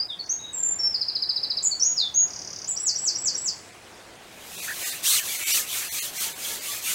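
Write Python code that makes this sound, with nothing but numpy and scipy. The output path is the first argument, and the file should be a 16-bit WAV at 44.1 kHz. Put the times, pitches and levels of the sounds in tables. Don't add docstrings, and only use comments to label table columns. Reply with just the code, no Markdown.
import sys
import numpy as np
from scipy import signal
from scipy.fft import rfft, irfft, dct, next_fast_len
from scipy.io import wavfile
from scipy.ndimage import uniform_filter1d, map_coordinates

SR = 44100
rng = np.random.default_rng(int(sys.argv[2]) if len(sys.argv) > 2 else 0)


def output_pcm(signal):
    pcm = np.clip(np.atleast_2d(signal).T, -1, 1) * 32767
    wavfile.write(sys.argv[1], SR, np.round(pcm).astype(np.int16))


def makeup_ratio(level_db):
    decades = np.asarray(level_db, float) / 20
    return 10 ** decades


N = 306054

# t/s, level/dB
TRAFFIC_LEVEL = [(0.0, -51), (1.6, -51.5), (4.8, -48.5), (6.94, -48)]
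# f/Hz, density/dB
TRAFFIC_SPECTRUM = [(120, -14.5), (200, -8), (356, -3), (452, -4.5), (736, -4.5), (955, -6.5), (1270, -9),
                    (1540, -8.5), (1650, -8), (3000, -21), (3900, -20), (6600, -120)]
# f/Hz, density/dB
RUMBLE_SPECTRUM = [(12, -52), (20, -10), (48, -13.5), (61, 0), (107, 1.5), (134, -3), (162, 3), (246, -5.5),
                   (260, -12), (340, -35), (570, -120)]
# f/Hz, level/dB
ENGINE_TONES = [(113.0, -67.5), (721.4, -66.5)]
# t/s, level/dB
BREEZE_LEVEL = [(0.0, -66.5), (2.3, -63), (3.06, -60)]
# f/Hz, density/dB
BREEZE_SPECTRUM = [(1180, -36), (2000, -3), (2660, -3.5), (4200, -7), (5250, -6), (9200, -10.5),
                   (15000, -26.5), (15700, -18)]

# t/s, length/s, from/Hz, held/Hz, level/dB
WHISTLES = [
    (0.387, 0.11, 3696, 3807, -36.5),
    (0.785, 0.12, 5800, 5413, -24),
    (2.139, 0.12, 5800, 6664, -21.5),
]
# t/s, length/s, from/Hz, to/Hz, level/dB
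CHIRPS = [
    (.085, 0.057, 3950, 3100, -33),
    (.187, .025, 4700, 4200, -29),
    (1.707, .028, 4780, 4220, -21.5),
]
# t/s, f/Hz, level/dB
TURNED_NOTES = [
    [(0, 4740, -25), (.007, 4790, -29), (.015, 4900, -37), (.028, 5080, -32), (.037, 5130, -46)],
    [(.53, 8300, -44), (.542, 7600, -32), (.558, 7400, -28), (.64, 7310, -25), (.74, 7200, -33)],
    [(.29, 5500, -36), (.3, 6150, -26), (.315, 6600, -23), (.335, 6500, -26), (.345, 6200, -35)],
    [(1.622, 6000, -45), (1.632, 7500, -31), (1.64, 7900, -30), (1.66, 6700, -23), (1.685, 7300, -28)],
    [(1.796, 6400, -34), (1.802, 5400, -27), (1.812, 5300, -27), (1.825, 5800, -21), (1.848, 6650, -26),
     (1.915, 6700, -27), (1.93, 6660, -36)],
    [(1.96, 5800, -38), (1.985, 4900, -22), (2.0, 4300, -25), (2.02, 3720, -26), (2.048, 3520, -25),
     (2.075, 3380, -36)],
    [(2.672, 6400, -36), (2.69, 7900, -30), (2.705, 7700, -26), (2.722, 7000, -27)],
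]
# t after start/s, share of fall/0-1, level/dB
TRILL_SYLLABLE = [(-.013, .15, -16), (-.009, .3, -14), (-.004, .3, -28), (0, .05, -14), (.005, .19, -1.5),
                  (.011, .46, 0), (.017, .84, -6), (.024, 1, -14)]
# t after start/s, f/Hz, level/dB
CLICK = [(-.001, 7300, -6), (.0005, 6200, 1), (.002, 5150, -1), (.0035, 4500, -8)]
# t/s, level/dB
LEAD_CLICKS = [
    (.237, -49),
    (0.261, -39),
]
# flick/s, flick level/dB, fall end/s, fall level/dB
PHRASES = [
    (2.76, -28, 2.905, -23.5),
    (2.947, -27, 3.1, -24),
    (3.145, -27, 3.297, -24.5),
    (3.339, -28.5, 3.5, -27),
]
# t after start/s, f/Hz, level/dB
FLICK = [(0, 4420, -17.5), (.008, 5330, -4.5), (0.015, 5800, 5), (0.017, 5860, -22)]
# t after start/s, f/Hz, level/dB
RISE = [(0, 7290, -7), (.012, 7720, 6.5), (0.024, 7870, -15)]
# t from end/s, f/Hz, level/dB
FALL = [(-.056, 7800, -6), (-.04, 7250, -3), (-.03, 6600, -3), (-.02, 5600, 0), (-.01, 4800, -1.5),
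        (0, 4400, -4), (.006, 4330, -14)]
# multiple, level/dB
OVERTONES = [(2, -35.5), (3, -40.5)]
# peak at share of length/0-1, loss half a length away/dB
CHIRP_SWELL = (.42, 13)
# peak/0-1, loss/dB
WHISTLE_SWELL = (0.43, 6.7)

# delay/s, level/dB
ECHOES = [(.001, -9), (.0033, -3), (.0043, -9), (.0058, -11), (.0138, -14), (.015, -14), (.031, -15),
          (.0344, -14), (.0366, -15)]
# f/Hz, t60/s
TREE_DECAY = [(3000, 0.36), (6000, 0.55), (12000, 0.76)]
# t60/s, initial level over far tail/dB
NEAR_BUSHES = (0.16, 7)

# t/s, hiss level/dB
LIFT = [
    (4.17, -68),
    (4.65, -33),
    (4.76, -55.5),
]
# grip/s, hardest/s, let go/s, hiss level/dB, flatness (1 pointed, 3 even)
STROKES = [
    (4.673, 4.879, 5.02, -28, 1.2),
    (5.022, 5.092, 5.245, -20, 3.6),
    (5.192, 5.312, 5.56, -29.5, 2.4),
    (5.325, 5.564, 5.67, -21, 1.64),
    (5.643, 5.776, 5.92, -28.5, 2.2),
    (5.845, 5.999, 6.12, -28.5, 2.6),
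    (6.121, 6.225, 6.345, -26, 1.63),
    (6.356, 6.492, 6.62, -30.5, 2.1),
    (6.59, 6.724, 6.83, -30.5, 2.5),
    (6.79, 6.905, 7.06, -25.5, 1.75),
]
# f/Hz, density/dB
HISS_SPECTRUM = [(1470, -33), (2500, -18.5), (3590, -4), (5150, -7.5), (6050, -0.5), (8290, -1.5),
                 (9600, -3.5), (13600, -3.5), (15700, -7.5)]
# f/Hz, density/dB
TUBE_SPECTRUM = [(410, -27), (700, -16.5), (918, -15.5), (981, -10), (1140, -3.5), (1350, -6.5),
                 (2250, 3.5), (5000, 1), (6500, -25), (11000, -120)]
# start/s, fastest/s, end/s, top rib rate/Hz, level/dB
ZIPS = [
    (4.785, 4.9, 4.94, 1950, -45),
    (5.038, 5.135, 5.207, 4320, -28.5),
    (5.27, 5.305, 5.4, 2300, -39.5),
    (5.465, 5.555, 5.6, 3000, -32.5),
    (5.68, 5.76, 5.87, 3100, -46),
    (5.93, 5.98, 6.07, 1950, -50),
    (6.19, 6.27, 6.3, 2300, -47),
    (6.86, 6.92, 6.99, 2500, -51),
]
# multiple, level/dB
RIB_ORDERS = [(1, -.5), (1.5, -7), (2, 1.5), (3, -8), (4, -7)]
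# t/s, f/Hz, level/dB
SQUEAK = [
    (4.672, 1750, -37),
    (4.69, 1690, -35),
    (4.71, 1580, -32),
    (4.725, 1930, -32),
    (4.74, 1640, -50),
]
# t/s, f/Hz, level/dB
TUBE_RINGS = [
    (5.74, 1520, -45),
    (6.25, 910, -44),
    (6.5, 918, -48),
    (6.5, 1690, -43),
    (6.58, 618, -51),
    (6.68, 1153, -40),
    (6.86, 1310, -43),
    (6.9, 1490, -41),
]

# f/Hz, width/Hz, depth/0-1
HOUSING_NOTCHES = [(9380, 46, 0.7), (13200, 96, .8)]
# t/s, survival bar over mean/dB
SPARSE_BLOCKS = [(.09, 5), (.26, 5), (1.262, 6), (1.732, 4), (2.178, 7), (2.245, 5), (2.928, 4), (3.718, 4),
                 (4.18, 4), (4.568, 7), (4.613, 7), (4.848, 7), (4.913, 7), (5.213, 7), (5.38, 7),
                 (5.449, 9), (5.46, 7), (5.53, 7), (5.898, 9), (5.909, 7), (6.004, 9), (6.015, 7),
                 (6.19, 7), (6.342, 7), (6.6, 6)]

SETTLE_S, SAG_HZ_PER_S = 0.0077, 150
ONSET_DB, ONSET_S = 20.5, 0.0043
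TRILL_S, TRILL_EVERY_S, TRILL_DB = .939, .0699, -24
TRILL_TOP_HZ, TRILL_LOW_HZ = 5394, 3860
FIRST_HIGHER_HZ, HIGHER_KEEPS = 330, .68
RATTLE_S, PAIR_EVERY_S, SECOND_AFTER_S = 2.277, .0567, .0272
RATTLE_DB, FIRST_SOFTER_DB, SOFTER_KEEPS, SECOND_DB = -32.5, 5.5, 0.42, 1.3
RISE_AFTER_S, RISE_DB = .031, -32.5
BODY_DB, BODY_LAGS = -7, 0.32
IDLE_DB = -45
SLOW_RIBS_HZ, SLOW_SHARE = 1650, .4
EASING_DB_PER_S = 50
BRIGHT_RIBS_HZ = 3100


def unit(x):
    return x / np.sqrt(np.mean(x ** 2) + 1e-20)


def along(points, hz):
    f, v = np.transpose(points)
    return np.interp(np.log(hz + 1), np.log(f + 1), v)


def curves(rows):
    s, *cols = np.transpose(rows)
    return [np.interp(np.arange(N) / SR, s, c) for c in cols]


def wobble(rate_hz):
    knots = rng.standard_normal(int(N * rate_hz / SR) + 4)
    return map_coordinates(knots, [np.arange(N) * rate_hz / SR])


def phase(hz, rough):
    return 2 * np.pi * np.cumsum(hz * (1 + rough * wobble(300))) / SR


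def filtered(x, response):
    m = next_fast_len(N + 8192)
    return irfft(rfft(x, m) * response(np.fft.rfftfreq(m, 1 / SR)), m)[..., :N]


def rush(spectrum, patchy_db, grainy_db):
    noise = rng.standard_normal(N) * makeup_ratio(grainy_db * wobble(1500))
    z = signal.stft(noise, nperseg=512)[2]
    field = uniform_filter1d(rng.standard_normal(z.shape), 6, 0)
    field = uniform_filter1d(field, 8, 1)
    x = signal.istft(z * makeup_ratio(patchy_db * unit(field)), nperseg=512)[1][:N]
    return unit(filtered(x, lambda hz: makeup_ratio(along(spectrum, hz))))


def glide(tables, edge_s):
    hz, gain = np.zeros(N), np.zeros(N)
    for rows in tables:
        s, f, db = np.transpose(rows)
        stop = s[-1] + edge_s
        i = np.arange(max(round(s[0] * SR), 0), min(round(stop * SR), N))
        t = i / SR
        fade = np.clip((t - s[0]) / edge_s, 0, 1) * np.clip((stop - t) / edge_s, 0, 1)
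        hz[i] = uniform_filter1d(np.interp(t, s, f), round(edge_s * SR), mode="nearest")
        gain[i] = np.sqrt(2) * makeup_ratio(np.interp(t, s, db)) * fade
    return hz, gain


def air():
    swell_db = 0.72 * wobble(3.7)
    traffic = makeup_ratio(curves(TRAFFIC_LEVEL)[0] + 0.5 + swell_db) * rush(TRAFFIC_SPECTRUM, 1.5, 0.7)
    rumble = makeup_ratio(-59.5 + swell_db + 1.2 * wobble(2.0)) * rush(RUMBLE_SPECTRUM, 1.4, -2.0)
    drone = 0
    for hz, db in ENGINE_TONES:
        drone = drone + makeup_ratio(db + 3.0 + 2.2 * wobble(3.7)) * np.sin(phase(np.full(N, hz), .02))
    breeze = makeup_ratio(curves(BREEZE_LEVEL)[0] + 8.5) * rush(BREEZE_SPECTRUM, 2.0, 1.5)
    return traffic + rumble + drone + breeze


def hedge(x):
    hz, t, z = signal.stft(rng.standard_normal(SR), SR, nperseg=256)
    far = makeup_ratio(-60 * t / along(TREE_DECAY, hz)[:, None])
    near_t60_s, near_db = NEAR_BUSHES
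    near = makeup_ratio(near_db - 60 * t / near_t60_s)
    tail = signal.istft(z * (far + near), SR, nperseg=256)[1]
    path = np.pad(makeup_ratio(-2.0) * tail / np.linalg.norm(tail), (round(.004 * SR), 0))
    path[0] = 1
    for delay_s, db in ECHOES:
        path[round(delay_s * SR)] += makeup_ratio(db)
    return signal.fftconvolve(x, path)[:N]


def note(s, length_s, pitch, db, swell):
    age = np.linspace(0, length_s, num=30)
    peak, loss_db = swell
    level = db - loss_db * (2 * (age / length_s - peak)) ** 2 - ONSET_DB * np.exp(-age / ONSET_S)
    return np.transpose([s + age, pitch(age), level])


def placed(shape, s, db):
    return [(s + d, f, db + g) for d, f, g in shape]


def notes():
    tones = []
    for s, n, a, b, db in WHISTLES:
        held = lambda t: b + (a - b) * np.exp(-t / SETTLE_S) - SAG_HZ_PER_S * t
        tones.append(note(s, n, held, db, WHISTLE_SWELL))
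    for s, n, a, b, db in CHIRPS:
        slide = lambda t: a + (b - a) * t / n
        tones.append(note(s, n, slide, db, CHIRP_SWELL))
    return tones


def trill():
    tones = []
    for k in range(10):
        low_hz = TRILL_LOW_HZ + FIRST_HIGHER_HZ * HIGHER_KEEPS ** k
        shape = [(d, TRILL_TOP_HZ + share * (low_hz - TRILL_TOP_HZ), g) for d, share, g in TRILL_SYLLABLE]
        tones.append(placed(shape, TRILL_S + k * TRILL_EVERY_S, TRILL_DB))
    return tones


def rattle():
    clicks = list(LEAD_CLICKS)
    for k in range(14):
        pair, second = divmod(k, 2)
        s = RATTLE_S + pair * PAIR_EVERY_S + second * SECOND_AFTER_S
        db = RATTLE_DB - FIRST_SOFTER_DB * SOFTER_KEEPS ** k + second * SECOND_DB
        clicks.append((s, db))
    return [placed(CLICK, s, db) for s, db in clicks]


def phrases():
    tones = []
    for flick_s, flick_db, end_s, fall_db in PHRASES:
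        tones.append(placed(FLICK, flick_s, flick_db))
        rise = placed(RISE, flick_s + RISE_AFTER_S, RISE_DB)
        tones.append(rise + placed(FALL, end_s, fall_db))
    return tones


def bird():
    song = list(TURNED_NOTES) + notes() + trill() + rattle() + phrases()
    hz, gain = glide(song, edge_s=0.0016)
    turn = phase(hz, 0.004)
    voice = np.sin(turn)
    for k, db in OVERTONES:
        voice = voice + makeup_ratio(db) * (k * hz / 15000) ** 2.8 * np.sin(k * turn) * (k * hz < SR / 2)
    return gain * makeup_ratio(1.23 * wobble(90)) * voice


def grains(rows, cycles):
    out, t = np.zeros(N + SR), np.arange(SR // 10) / SR
    for s, hz, db in rows:
        age = t * hz / cycles
        ring = np.e * age * np.exp(-age) * np.sin(2 * np.pi * hz * t)
        out[round(s * SR):][:len(t)] += makeup_ratio(db) * ring
    return out[:N]


def flecks(level_db):
    when, pitch, size = rng.random((3, 220))
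    start_s = LIFT[0][0]
    s = start_s + when * (N / SR - start_s - .01)
    hz = 1200 * 5 ** pitch
    db = level_db[(s * SR).astype(int)] + along(TUBE_SPECTRUM, hz) - 9 - 2.5 * np.log(size + .08)
    return grains(zip(s, hz, db), cycles=17)


def press(t, grip, top, end, db, flat):
    away = np.where(t < top, (top - t) / (top - grip), (t - top) / (end - top))
    return db - (db - IDLE_DB) * np.minimum(away, 3) ** flat


def palm_hiss_db():
    t = np.arange(N) / SR
    strokes = makeup_ratio(np.max([press(t, *row) for row in STROKES], axis=0))
    return 20 * np.log10(makeup_ratio(curves(LIFT)[0]) + strokes)


def ribs():
    zips = []
    for start, top, end, top_hz, db in ZIPS:
        s = np.linspace(start, end, num=24)
        speed = np.sin(np.pi / 2 * np.interp(s, [start, top, end], [0, 1, 0]))
        level = db + 20 * np.log10(SLOW_SHARE + (1 - SLOW_SHARE) * speed)
        level = level - EASING_DB_PER_S * np.maximum(s - top, 0)
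        zips.append(np.transpose([s, SLOW_RIBS_HZ + (top_hz - SLOW_RIBS_HZ) * speed ** .85, level]))
    hz, gain = glide(zips, edge_s=.012)
    shake = 42 / (hz + 500)
    tone = 0
    for k, db in RIB_ORDERS:
        flicker = makeup_ratio(db + 3.5 * wobble(120))
        bright = np.minimum(hz / BRIGHT_RIBS_HZ, 1) ** (2 * (k > 1))
        skin = 1 / (1 + (k * hz / 10500) ** 4)
        tone = tone + flicker * bright * skin * np.sin(k * phase(hz, shake))
    return gain * tone


def squeak():
    hz, gain = glide([SQUEAK], edge_s=0.0087)
    return gain * makeup_ratio(1.9 * wobble(120)) * np.sin(phase(hz, 0.088))


def pole():
    hiss_db = palm_hiss_db()
    body_db = BODY_DB - BODY_LAGS * (hiss_db + 31)
    skin = rush(HISS_SPECTRUM, patchy_db=1.5, grainy_db=0.5)
    tube = makeup_ratio(body_db) * rush(TUBE_SPECTRUM, patchy_db=4.5, grainy_db=1.0)
    palm = makeup_ratio(hiss_db) * (skin + tube)
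    return palm + flecks(hiss_db + body_db) + grains(TUBE_RINGS, cycles=21) + ribs() + squeak()


def scene():
    mono = hedge(bird()) + pole() + air()
    return np.array([mono, mono])


def housing(hz):
    return np.prod([1 - depth / (1 + ((hz - c) / w) ** 2) for c, w, depth in HOUSING_NOTCHES], axis=0)


def sparse(x):
    x, size = x.copy(), 2048
    window = signal.windows.tukey(size, .85)
    for s, keep_db in SPARSE_BLOCKS:
        block = x[:, round(s * SR) - size // 2:][:, :size]
        lines = dct(block * window, 4, norm="ortho")
        usual = uniform_filter1d(np.abs(lines) ** .5, 300) ** 2
        usual = np.maximum(usual, .7 * np.median(usual))
        bar = usual * makeup_ratio(keep_db + np.repeat(rng.normal(0, 1.5, 64), 32))
        lines = np.where(np.abs(lines) < bar, 0, lines + .25 * bar * np.sign(lines))
        block[:] = block * (1 - window ** 2) + window * dct(lines, 4, norm="ortho")
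    return x


def band_limit(x):
    return signal.sosfilt(signal.butter(12, 17070, fs=SR, output="sos"), x)


def record(dry):
    heard = filtered(dry, lambda hz: housing(hz) * (hz < 15830))
    return band_limit(sparse(heard))


dry = scene()
out = record(dry)
output_pcm(out)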